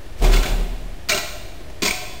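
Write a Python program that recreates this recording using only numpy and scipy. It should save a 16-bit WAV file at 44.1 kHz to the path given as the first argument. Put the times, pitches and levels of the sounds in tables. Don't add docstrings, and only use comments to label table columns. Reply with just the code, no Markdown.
import sys
import numpy as np
from scipy import signal
from scipy.fft import rfft, irfft
from scipy.io import wavfile

SR = 44100
rng = np.random.default_rng(int(sys.argv[2]) if len(sys.argv) > 2 else 0)


def unload_wav(signal):
    wavfile.write(
        sys.argv[1],
        SR,
        np.round(np.clip(np.atleast_2d(signal).T, -1, 1) * 32767).astype(np.int16),
    )


N = 97020

EVENT_STARTS_S = [.21, 1.087, 1.82]
# start_s, rise_s, decay_s, level_db
THUD_PULSES = [(0.214, 0.013, 0.024, -19.5), (0.239, 0.0073, 0.028, -24.5), (.34, .02, 0.13, -32),
               (0.441, 0.018, 0.026, -28.5)]


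def undb(db):
    return 10 ** (np.asarray(db) / 20)


def on_log(query_hz, hz, values):
    return np.interp(np.log(query_hz + 1), np.log(hz), values)


def colour(x, spectrum, size=8192):
    bins_hz = np.arange(size // 2 + 1) * SR / size
    cepstrum = irfft(np.log(undb(on_log(bins_hz, *np.array(spectrum).T))))
    cepstrum[1:size // 2] *= 2
    cepstrum[size // 2 + 1:] = 0
    response = irfft(np.exp(rfft(cepstrum)))
    return signal.fftconvolve(x, response / np.linalg.norm(response))[:N]


def ring(x, hz, width_hz):
    pole = np.exp((2j * np.pi * hz - np.pi * abs(width_hz)) / SR)
    y = signal.lfilter([1, -1], np.poly([pole, np.conj(pole)]).real, x + 1e-18)
    return y * np.linalg.norm(x) / np.linalg.norm(y)


def burst(age_s, rise_s, decay_s):
    return np.clip(age_s / rise_s, 0, 1) * np.exp(-np.maximum(age_s - rise_s, 0) / decay_s)


def drift(rate_hz):
    return np.interp(np.arange(N) * rate_hz / SR, np.arange(N), rng.standard_normal(N))


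def town_rumble():
    # freq_hz, density_db
    spectrum = [(15, -15), (25, 0.5), (98, -10.5), (213, -23.5), (354, -18), (427, -23), (621, -22.5),
                (833, -29), (978, -31), (1540, -32.5), (1810, -29.5), (1960, -32), (2780, -33.5),
                (3630, -36), (15000, -49.5)]
    return undb(-36.5) * colour(rng.standard_normal(N), spectrum)


def grains(spread_db=3):
    crunch = rng.standard_normal(N) * undb(spread_db * drift(rate_hz=1500))
    return crunch / np.std(crunch)


def tool(t):
    # start_s, rise_s, decay_s, level_db
    strokes = [(.17, 0.031, 0.022, -40), (.222, 0.023, 0.06, -27.5), (0.313, 0.027, .018, -23.5),
               (.358, 0.005, 0.032, -28), (0.424, 0.009, 0.011, -25), (0.456, 0.0036, 0.047, -29)]
    # start_s, grit_db, knock_db, decay_s
    contacts = [(1.0866, -19, -39, 0.017), (1.093, -15.5, -26, 0.019), (1.12, -21.5, -25, 0.014),
                (1.144, -19.5, -25, 0.019), (1.174, -21.5, -29, 0.016), (1.236, -37, -39, 0.02),
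                (1.604, -48, -35.5, 0.0051), (1.698, -41.5, -32.5, 0.007), (1.82, -15.5, -29, 0.014),
                (1.831, -20.5, -38, 0.018), (1.850, -16, -23, 0.028), (1.877, -24, -31, 0.013),
                (1.908, -19, -24, 0.0064)]
    # freq_hz, density_db
    scrape_spectrum = [(200, -10), (900, -2), (1500, 1.5), (2400, 3.5), (3200, 2.5), (4500, 0.5),
                       (7000, -3.5), (9000, -5.5), (11000, -18.5), (13500, -7.5), (16000, -9)]
    grit_spectrum = [(200, -16), (1000, -5.5), (1700, -2), (2400, 0.5), (3200, 2.5), (4500, 4), (6500, 1),
                     (8800, -8.5), (10000, -13.5), (11100, -32), (12200, -13), (13500, -7), (16000, -6)]
    knock_spectrum = [(60, -14), (130, -5), (190, 0), (290, -1.5), (400, 5.5), (510, -12.5), (660, 7),
                      (850, -11.5), (1050, -2), (1250, -22), (1500, -16), (3000, -26), (12000, -55)]
    drag = sum(undb(db) * burst(t - start_s, rise_s, decay_s) for start_s, rise_s, decay_s, db in strokes)
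    crush = impact = 0
    for start_s, grit_db, knock_db, decay_s in contacts:
        pulse = burst(t - start_s, 0.0015, decay_s)
        crush += undb(grit_db) * pulse
        impact += undb(knock_db) * pulse
    grit = undb(-4) * colour(grains() * crush, grit_spectrum)
    knock = colour(grains() * impact, knock_spectrum)
    scrape = undb(-1.5) * colour(grains() * drag, scrape_spectrum)
    return scrape + grit + knock + steel(grains() * (crush + drag), t)


def early_echoes(x, t):
    # delay_s, gain_db
    echoes = [(.0047, -15.5), (.0083, -17.5), (0.0132, -14.5)]
    return x + sum(undb(db) * np.roll(x, int(delay_s * SR)) * (t > delay_s) for delay_s, db in echoes)


def yard_reverb(x, t, build_s=0.018):
    # freq_hz, t60_s, gain_db
    bands = [(100, 2.1, -7.5), (297, 2.1, -15.5), (720, 1.6, -3), (1300, 0.8, -4), (2800, 1.18, -5),
             (5600, 0.92, -6.5), (12000, 0.99, -3.5)]
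    band_hz, t60s_s, gains_db = np.array(bands).T
    noise_spectrum = rfft(rng.standard_normal(N))
    bins_hz = np.arange(N // 2 + 1) * SR / N
    response = 0
    for share, t60_s, gain in zip(np.eye(len(band_hz)), t60s_s, undb(gains_db)):
        band_noise = irfft(noise_spectrum * on_log(bins_hz, band_hz, share), N)
        envelope = burst(t, build_s, t60_s / np.log(1000))
        response += gain * band_noise * envelope / np.linalg.norm(envelope)
    return signal.fftconvolve(x, response)[:N]


def boom(t, pitch_hz=36.08):
    # time_s, level_db
    contour = [(.17, -60), (.205, -21), (.235, -11.5), (.28, -10.5), (.385, -12.5), (.42, -15.5),
               (.46, -36), (.52, -15.5), (.575, -19.5), (.625, -18.5), (.67, -29), (.71, -24), (.77, -31.5),
               (.88, -27.5), (1.1, -53)]
    # freq_hz, width_hz, level_db
    modes = [(79, 24, -6.5), (103, 16, -4.5), (163.7, 14.5, -4), (180.5, 4, -8), (240, 36, -6),
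             (365, 29, -5)]
    swing = undb(np.interp(t, *np.array(contour).T, left=-120, right=-120))
    shake = swing * rng.standard_normal(N)
    panel = sum(undb(db) * ring(shake, hz, width_hz) for hz, width_hz, db in modes)
    thud_start_s = THUD_PULSES[0][0]
    phase_rad = 2 * np.pi * pitch_hz * (t - thud_start_s) + np.pi * 3 / 4
    return np.sqrt(2) * swing * np.sin(phase_rad) + undb(-18.5) * panel


def steel(force, t):
    # freq_hz, density_db
    drive_spectrum = [(100, 0), (800, 0.5), (8800, -0.5), (10500, -18)]
    # freq_hz, width_hz, scrape_db, first_blow_db, second_blow_db
    modes = [(1067, 105, -14, -35, -21), (1367, 26, -13, -15, -24), (1464, 69, -16, -15.5, -26),
             (1560, 13, -16, -20, -21.5), (1960, 48, -22, -15.5, -36), (2176, 105, -12, -16, -14),
             (2368, 65, -18, -15.5, -21), (2457, 210, -16, -26, -13.5), (2793, 23, -15.5, -18.5, -26),
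             (3444, 51, -11.5, -23, -14.5), (3970, 140, -13.5, -10.5, -18), (4475, 200, -33, -35, -16),
             (6570, 70, -20, -15, -20.5), (6910, 100, -21, -18, -26), (8430, 57, -29, -20.5, -19.5)]
    drive = colour(force, drive_spectrum)
    event = np.searchsorted(EVENT_STARTS_S, t, side="right") - 1
    return sum(undb(db) * ring(drive * (event == k), hz, width_hz)
               for hz, width_hz, *levels_db in modes for k, db in enumerate(levels_db))


def wall_modes(t, rise_s=0.03, beat_hz=29.91):
    # freq_hz, decay_s, thud_db, first_blow_db, second_blow_db
    clusters = [(369.5, 0.15, -27, -52, -43), (406, 0.031, -31, -32, -30), (611, 0.22, -37.5, -33.5, -37.5),
                (733, 0.13, -32.5, -42, -29.5), (843, 0.14, -40, -43, -64), (992, 0.088, -38, -52, -36)]
    out = 0
    for hz, decay_s, *levels_db in clusters:
        beating = drift(beat_hz) + 1j * drift(beat_hz)
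        envelope = sum(undb(db) * burst(t - start_s, rise_s, decay_s)
                       for start_s, db in zip(EVENT_STARTS_S, levels_db))
        out += envelope * (beating * np.exp(2j * np.pi * hz * t)).real
    return out


def thud(t):
    # freq_hz, density_db
    spectrum = [(40, -6), (90, -3), (160, 1.5), (280, -7.5), (370, -0.5), (500, -7.5), (740, -2),
                (940, -10.5), (1070, -9.5), (1400, -23.5), (3000, -19), (12000, -33)]
    envelope = sum(undb(db) * burst(t - start_s, rise_s, decay_s)
                   for start_s, rise_s, decay_s, db in THUD_PULSES)
    return colour(grains() * envelope, spectrum)


def clinks(t, pitch_jitter=0.02553, overtone_db=-13.5):
    # start_s, pitch_hz, overtone_hz, level_db
    skids = [(.246, 2430, 6600, -24), (.336, 4450, 5500, -22.5), (.368, 2248, 3440, -21.5),
             (.44, 1540, 3500, -24), (.459, 2250, 4100, -25), (1.094, 2340, 4430, -17.5),
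             (1.1172, 2340, 8800, -11), (1.130, 2800, 8500, -14.5), (1.175, 2800, 8400, -21),
             (1.828, 2460, 3520, -23.5), (1.882, 2250, 8800, -17), (1.9062, 2274, 8830, -14.5)]
    warped_s = t + np.cumsum(pitch_jitter * drift(rate_hz=700)) / SR
    out = 0
    for start_s, pitch_hz, overtone_hz, db in skids:
        rad_per_hz = 2 * np.pi * (warped_s - start_s)
        tone = np.sin(pitch_hz * rad_per_hz) + undb(overtone_db) * np.sin(overtone_hz * rad_per_hz)
        out += undb(db) * burst(t - start_s, rise_s=0.0039, decay_s=0.006) * tone
    return out


def block_knocks(t, rise_s=0.0053):
    # start_s, level_db
    knocks = [(1.603, -35), (1.8212, -14.5), (1.853, -31), (1.88, -24)]
    # freq_hz, gain_db, decay_s
    modes = [(186, -8, 0.02), (262, -4, 0.013), (352, 0.5, 0.0055)]
    return sum(undb(db + mode_db) * burst(t - start_s, rise_s, decay_s)
               * np.sin(2 * np.pi * hz * (t - start_s))
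               for start_s, db in knocks for hz, mode_db, decay_s in modes)


def scene():
    t = np.arange(N) / SR
    work = undb(-0.5) * early_echoes(tool(t), t) + thud(t)
    tones = clinks(t) + block_knocks(t)
    echoes = yard_reverb(work + undb(-8.5) * tones, t) + wall_modes(t)
    return (work + tones + echoes + boom(t) + town_rumble())[None]


def record(dry):
    cutoff_hz, dc_offset = 15700, -0.0253
    lowpass_sos = signal.ellip(10, 0.2, 80, cutoff_hz, fs=SR, output="sos")
    return signal.sosfilt(lowpass_sos, dry) + dc_offset


dry = scene()
out = record(dry)
unload_wav(out)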